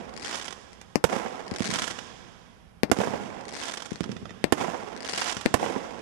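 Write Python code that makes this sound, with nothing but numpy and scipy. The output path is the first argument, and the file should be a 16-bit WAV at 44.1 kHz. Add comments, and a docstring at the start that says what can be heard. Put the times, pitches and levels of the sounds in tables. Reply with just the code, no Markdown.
"""A roman candle barrage outdoors at night, opening on the roll of shots just fired and a cloud of crackle.
Shells burst overhead at 1.0, 2.8 and 4.4 s; about 0.75 s after each, its stars crackle in tiny shocks.
In between, lift charges thump from the tubes. Debris taps down near 4.2 s; a last shell bursts at 5.5 s.
Each shot reaches the near microphone (left) some 85 ms before the far one (right). Buildings and trees
answer with echoes and a long roll; the bursts overload the recorder and ring hollow in its hum filter."""
import sys
import numpy as np
from scipy import signal
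from scipy.fft import rfft, irfft, next_fast_len
from scipy.io import wavfile

SR = 44100
rng = np.random.default_rng(int(sys.argv[2]) if len(sys.argv) > 2 else 0)


def log_audio(samples):
    """Write samples as a 16-bit WAV file to the path given in sys.argv[1]."""
    # one column per channel
    frames = np.atleast_2d(samples).T
    # limit to full scale, then quantise
    limited = np.clip(frames, -1, 1)
    pcm = np.round(limited * 32767).astype(np.int16)
    wavfile.write(sys.argv[1], SR, pcm)


N = 265041
LEAD = SR  # samples before t = 0, for shots still rolling at the start
NEAR, FAR = 0, 1


# burst spectrum: f/Hz, level/dB
BURST_SPECTRUM = [(30, -45.5), (70, -15), (140, -4), (220, 2.5), (320, 3.5), (480, 3), (800, 1.5),
                  (1200, -3.5), (1800, -7), (3200, -12.5), (6400, -15.5), (11000, -25.5), (13500, -28.5),
                  (16000, -67)]
# shells: t/s, level/dB, lag to far mic/s, near ground bounce/s, far ground bounce/s
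BURSTS = [(-.5, 6.5, 0.081, .00045, .0025), (0.9567, 6.5, .084, 0.00038, 0.00216),
          (2.8333, 7, 0.082, .00045, 0.00278), (4.4415, 6.5, .0819, .00046, .00275),
          (5.46, 6.5, 0.081, 0.00047, 0.0028)]

def bursts(near_db=4.5, far_db=11.5):
    """Each shell bursts with one shock wave; the near microphone stands low, the far one high."""
    out, pulse = np.zeros((2, LEAD + N)), shock(BURST_SPECTRUM)
    for t, db, lag_s, near_bounce_s, far_bounce_s in BURSTS:
        response = echoes(NEAR, roll_db=-3.5, wall_db=-7.5, air_db=3, grass_db=3.5, smear_db=2.5)
        near = with_echoes(bounced(pulse, near_bounce_s, share=0.67), pulse, response)
        response = echoes(FAR, roll_db=-8.5, wall_db=-13.5, air_db=2.5, grass_db=-0.5,
                          smear_s=0.0074, smear_db=3, lump_db=2.5)
        far = with_echoes(bounced(pulse, far_bounce_s, share=0.71), pulse, response)
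        add(out[NEAR], t, amp(db + near_db) * lowpass(near, hz=11200, order=2))
        add(out[FAR], t + lag_s, amp(db + far_db) * far)
    return out


# lift charge spectrum: f/Hz, level/dB
LAUNCH_SPECTRUM = [(30, -53), (70, -4), (140, 1), (205, 3.5), (290, -3), (400, -4.5), (800, -23.5),
                   (1600, -23), (5000, -28.5), (11000, -42), (15000, -66)]
# lift charges: t/s, level/dB
LAUNCHES = [(-.38, -17.5), (1.5167, -17), (2.8989, -17.5), (3.9184, -16.5), (5.367, -21)]

def launches(lag_s=0.0887, near_db=3.5, far_db=8):
    """Lift charges thump from tubes at ground level; grass dulls the path to the low microphone."""
    out, pulse = np.zeros((2, LEAD + N)), shock(LAUNCH_SPECTRUM)
    for t, db in LAUNCHES:
        response = echoes(NEAR, roll_db=5.5, wall_db=4, air_db=-1.5)
        near = with_echoes(pulse, pulse, response)
        response = echoes(FAR, roll_db=-0.5, wall_db=7.5, air_db=-1, smear_db=-7,
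                          sooner_s=0.00221, ground_db_per_s=50)
        far = with_echoes(pulse, pulse, response)
        add(out[NEAR], t, amp(db + near_db) * lowpass(near, hz=1920))
        add(out[FAR], t + lag_s, amp(db + far_db) * far)
    return out


# star pop spectrum: f/Hz, level/dB
STAR_SPECTRUM = [(60, -17.5), (250, 1.5), (700, 0.5), (1800, 1.4), (2700, -4.5), (3400, 0.5), (4200, -3),
                 (6000, -3.5), (9000, -14), (11500, -25.5), (13500, -29), (16000, -42)]
# star clouds: densest t/s, build-up/s, thinning/s, level/dB
STAR_CLOUDS = [(.265, 0.078, 0.14, -25), (1.69, .11, 0.14, -22), (3.59, .11, .22, -23.5),
               (5.168, .12, .11, -16.5)]
# single stars in and around the clouds: t/s, level/dB
LONE_STARS = [(0.0941, -27), (0.1394, -23), (0.163, -28), (0.1656, -15.5), (0.1763, -15), (0.1974, -19),
              (0.2237, -24), (0.2292, -18), (0.2374, -20), (0.2461, -15.5), (0.2547, -19), (0.2619, -13),
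              (0.2689, -17), (0.2727, -13.5), (0.2839, -24), (0.289, -16.5), (0.2937, -20), (0.3015, -20),
              (0.311, -23), (0.3301, -16.5), (0.3405, -19), (0.347, -30), (0.3707, -19), (0.3745, -21),
              (0.378, -22.5), (0.3984, -16), (0.425, -19), (0.4449, -18.5), (0.7314, -24), (1.4661, -25),
              (1.4802, -18.5), (1.5124, -14), (1.5396, -16), (1.5613, -12), (1.5671, -20), (1.5852, -13.5),
              (1.6314, -12.5), (1.6498, -14), (1.656, -8), (1.6642, -10.5), (1.6719, -12), (1.6763, -9),
              (1.6865, -18), (1.7009, -19), (1.7045, -6.5), (1.7125, -10), (1.7381, -7), (1.759, -9),
              (1.789, -15), (1.7921, -24), (1.7952, -8.5), (1.8021, -21), (1.8194, -15), (1.8275, -12),
              (1.8368, -23), (1.9067, -12.5), (3.4102, -24.5), (3.4537, -21.5), (3.4824, -17),
              (3.5524, -13), (3.5635, -27), (3.5841, -26), (3.5963, -20), (3.6007, -14), (3.6095, -28),
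              (3.6144, -13.5), (3.6557, -13.5), (3.6895, -15.5), (3.7115, -34), (3.72, -18), (3.773, -21),
              (3.778, -17), (3.7841, -31), (3.8247, -21), (3.8486, -24.5), (3.958, -15.5), (4.034, -19),
              (4.9644, -17.5), (4.976, -19), (5.0056, -15.5), (5.0239, -20), (5.0303, -15.5), (5.0509, -16),
              (5.0693, -16), (5.0945, -12.5), (5.097, -7.5), (5.1362, -6), (5.1471, -24), (5.1709, -23),
              (5.1761, -12.2), (5.1944, -11.5), (5.1997, -14.5), (5.2049, -24), (5.2147, -9.5),
              (5.2229, -14), (5.2434, -18), (5.2623, -20), (5.2856, -13), (5.289, -21), (5.3286, -13.5),
              (5.9923, -26)]

def crackle(far_db=0.5, scatter_db=-30, scatter_s=0.0077, lag_s=0.0825, lag_spread_s=0.0005):
    """Every star pops with a tiny shock of its own length, scattered by grass and nearby things."""
    pulse = shock(STAR_SPECTRUM, size=1024)
    cloud, near, far = np.zeros((3, LEAD + N))
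    stars = np.vstack([cloud_stars(*row) for row in STAR_CLOUDS] + [LONE_STARS])
    n = np.arange(len(pulse))
    for t, db in stars:
        shortness, place, height, beam = rng.standard_normal(4)
        pop = amp(db) * np.interp(n * np.exp(0.11 * shortness), n, pulse)
        add(cloud, t, pop)
        scatter = amp(scatter_db) * rng.standard_normal(len(n)) * np.exp(-n / SR / scatter_s)
        pop = pop + np.convolve(pop, scatter)[:len(n)]
        # position in the sky sets the ground bounce and the lag between microphones
        steepness = np.exp(0.088 * height)
        add(near, t, bounced(pop, lag_s=0.000452 * steepness, share=0.61))
        far_pop = amp(2.4 * beam) * bounced(pop, lag_s=0.0029 * steepness, share=0.79)
        add(far, t + lag_spread_s * place, far_pop)
    near = with_echoes(near, cloud, echoes(NEAR, roll_db=-4.5, wall_db=-19, air_db=1, grass_db=1.5))
    far = with_echoes(far, cloud, echoes(FAR, roll_db=1.5, wall_db=-10, grass_db=-1.1))
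    far = np.pad(far, (round(lag_s * SR), 0))
    return np.array([lowpass(near[:LEAD + N], hz=12000, order=6),
                     amp(far_db) * lowpass(far[:LEAD + N], hz=12200, order=6)])


def cloud_stars(middle_s, rise_s, fall_s, db, count=36, edge_db=1, spread_db=3):
    """Stars go off ever faster towards the cloud's middle, then thin out. Rows: t/s, level/dB."""
    burnt = 2 * (np.arange(count) + rng.random(count)) / count - 1
    edge = 1 - np.sqrt(1 - np.abs(burnt))
    times_s = middle_s + edge * np.where(burnt < 0, -rise_s, fall_s)
    levels_db = db + edge_db * edge + spread_db * rng.standard_normal(count)
    return np.column_stack([times_s, levels_db])


# tap spectrum: f/Hz, level/dB
TAP_SPECTRUM = [(100, -3), (400, 4.5), (1500, -1), (2700, -4), (3500, -2.5), (4300, -11), (7000, -15.5),
                (15000, -49)]
# debris landings: t/s, level/dB
TAPS = [(4.166, -27), (4.255, -24.5), (4.294, -28.5), (4.306, -28.5)]

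def debris(decay_s=0.0011, near_db=-11):
    """Bits of casing tap down close to the far microphone; the surroundings scatter each tap."""
    track, age_s = np.zeros(LEAD + N), np.arange(SR // 20) / SR
    body = shock(TAP_SPECTRUM, size=1024)
    for t, db in TAPS:
        contact = rng.standard_normal(len(age_s)) * np.exp(-age_s / decay_s)
        tap = np.convolve(contact, body)
        add(track, t, amp(db) * tap / np.abs(tap).max())
    near, far = [with_echoes(track, track, echoes(mic, roll_db=7.5, wall_db=-5)) for mic in (NEAR, FAR)]
    return np.array([amp(near_db) * near, far])[:, :LEAD + N]


# scatter from trees and ground: delay t/s, near level/dB, far level/dB
ROLL = [(0, 12, 18), (0.014, -2.5, -3.5), (0.038, -8.5, -13.5), (.09, -17.5, 1), (.17, -2, -3.5),
        (.27, -8.5, -5.5), (.45, -13.5, -8.5), (1, -23.5, -20.5), (2, -35, -46.5)]
# building echoes, one list per mic: delay t/s, level/dB, cut-off f/Hz
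WALLS = [
    [(.113, -28, 1200), (.160, -15, 1000), (.181, -11.5, 800), (.25, -33, 700), (.31, -15, 600),
     (.391, -17, 500)],
    [(.029, -25, 8000), (.051, -18.5, 2990), (.056, -17, 8200), (.070, -22.5, 2000), (.088, -7, 2000),
     (.121, -10.5, 1960), (.158, -10, 790), (.212, -14.5, 990), (.221, -9.5, 800)],
]

def echoes(mic, roll_db, wall_db, air_db=2, grass_db=0, grass_s=0.13, smear_s=0.0058, smear_db=-2,
           lump_db=1, sooner_s=0, ground_db_per_s=0):
    """Impulse response at one microphone: a roll, uneven from clumps of trees, and slaps off facades."""
    size, count = 256, 690
    age_s = np.arange(count)[:, None] * size / 2 / SR
    khz = np.fft.rfftfreq(size, 1000 / SR)
    delays_s, *levels_db = np.transpose(ROLL)
    level_db = np.interp(age_s, delays_s, levels_db[mic]) + roll_db
    level_db += lump_db * rng.standard_normal(age_s.shape)
    # air_db: per kHz and second of travel; grass_db: per kHz, on the earliest scatter
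    loss_db = khz * (air_db * age_s + grass_db * np.exp(-age_s / grass_s))
    spectra = rfft(rng.standard_normal((count, size))) * amp(level_db - loss_db)
    frames = irfft(spectra) * np.sin(np.pi * np.arange(size) / size)
    response = (frames[:-1, size // 2:] + frames[1:, :size // 2]).ravel() / np.sqrt(SR)
    t = np.arange(SR // 20) / SR
    for delay_s, db, hz in WALLS[mic]:
        slap = rng.standard_normal(len(t)) * np.exp(-t / smear_s)  # smear from eaves and corners
        slap *= amp(smear_db) / np.linalg.norm(slap)
        slap[0] += 1
        gain = amp(db + wall_db - ground_db_per_s * delay_s) / np.sqrt(2)
        start = round((delay_s - sooner_s) * SR)
        response[start:start + len(t)] += gain * lowpass(slap, hz)
    return response


# night air spectrum: f/Hz, level/dB
NIGHT_SPECTRUM = [(20, -1), (50, 6), (130, -1.5), (200, -0.5), (320, -18), (800, -18.5), (2000, -28),
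                  (3300, -39), (4200, -39), (6000, -46), (11500, -33), (13500, -46)]

def night(near_db=-58, far_db=-50):
    """A faint distant rumble, unrelated at the two microphones."""
    size = next_fast_len(N + 8192)
    noise = rng.standard_normal((2, size))
    air = irfft(rfft(noise) * bin_gains(NIGHT_SPECTRUM, size), size)[:, :N]
    return air / air.std() * amp([[near_db], [far_db]])


def shock(spectrum, size=4096):
    """Pressure pulse of peak 1: steep front, suction, short ring."""
    pulse = minimum_phase(spectrum, size)
    return pulse / np.abs(pulse).max()


def bounced(pulse, lag_s, share):
    """A pulse from overhead plus its ground reflection."""
    t = np.arange(len(pulse)) / SR
    return pulse + share * np.interp(t - lag_s, t, pulse, left=0)


def with_echoes(direct, pulse, response):
    """Direct sound plus the pulse's echoes."""
    sound = signal.oaconvolve(pulse, response)
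    sound[:len(direct)] += direct
    return sound


def minimum_phase(spectrum, size=4096):
    """Shortest causal response with the given spectrum."""
    cepstrum = irfft(np.log(bin_gains(spectrum, size)))
    cepstrum[1:size // 2] *= 2
    cepstrum[size // 2 + 1:] = 0
    return irfft(np.exp(rfft(cepstrum)))[:size // 2]


def bin_gains(spectrum, size):
    """Rows of f/Hz, level/dB as gains on an FFT grid."""
    hz, db = np.transpose(spectrum)
    bins_hz = np.fft.rfftfreq(size, 1 / SR)
    return amp(np.interp(np.log(bins_hz + 1), np.log(hz), db))


def amp(db):
    """Decibels to gain."""
    return 10 ** (np.asarray(db) / 20)


def lowpass(x, hz, order=1):
    """Cut the treble above hz."""
    return signal.sosfilt(signal.butter(order, hz, fs=SR, output="sos"), x)


def add(track, start_s, sound):
    """Mix a sound into a track that has a lead-in."""
    start = max(LEAD + round(start_s * SR), 0)
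    part = track[start:start + len(sound)]
    part += sound[:len(part)]


# microphone responses, near then far: f/Hz, level/dB
MIC_RESPONSES = [
    [(400, -1), (1100, -1), (1500, -1), (1900, 0.5), (3100, -4.5), (4500, 0), (5200, 3.5), (6500, -2.5),
     (9500, 4), (12000, -5.5), (14500, -3)],
    [(60, -1.5), (180, 1.5), (260, 1.5), (400, -1), (490, 2), (640, 2), (740, 2), (1000, 2.5), (1300, 0.5),
     (2500, 0.9), (3500, 1.5), (4150, -5.5), (5200, 1), (7500, 1), (12000, 0), (14500, -6)],
]

def scene():
    """The barrage over the quiet of the night, as each microphone colours it."""
    pressure = (bursts() + launches() + crackle() + debris())[:, LEAD:] + night()
    mics = np.array([minimum_phase(mic) for mic in MIC_RESPONSES])
    return signal.oaconvolve(pressure, mics, axes=1)[:, :N]


# notch combs: spacing f/Hz, width/Hz, depth/0-1
HUM_COMBS = [(300, 22, .66), (600, 30, .55)]
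# single low notch: f/Hz, width/Hz, depth/0-1
HUM_NOTCH = (143, 23, 0.68)

def hum_filter(x):
    """Combs of narrow notches, plus one low notch, make the bangs ring hollow."""
    size = next_fast_len(N + 8192)
    hz, spectrum = np.fft.rfftfreq(size, 1 / SR), rfft(x, size)
    for spacing_hz, width_hz, depth in HUM_COMBS:
        delay = np.exp(-2j * np.pi * hz / spacing_hz)
        feedback = np.exp(-np.pi * width_hz / spacing_hz)
        comb = (1 + feedback) / 2 * (1 - delay) / (1 - feedback * delay)
        spectrum *= 1 - depth + depth * comb
    centre_hz, width_hz, depth = HUM_NOTCH
    band = 1j * hz * width_hz / (centre_hz ** 2 - hz ** 2 + 1j * hz * width_hz)
    return irfft(spectrum * (1 - depth * band), size)[:, :N]


def record(dry, ceiling=0.62, hardness=5, flip_above=6.13, flip_depth=1.5):
    """The input stage flattens the shocks and briefly flips over at their tips; a hum filter follows."""
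    clipped = dry / (1 + np.abs(dry / ceiling) ** hardness) ** (1 / hardness)
    flipped = clipped - flip_depth * ceiling * np.clip(2 * (dry - flip_above), 0, 1)
    coupled = signal.sosfilt(signal.butter(1, 50, "high", fs=SR, output="sos"), flipped)
    softened = lowpass(hum_filter(coupled), hz=12000, order=3)
    return lowpass(softened, hz=15500, order=20)


dry = scene()
out = record(dry)
log_audio(out)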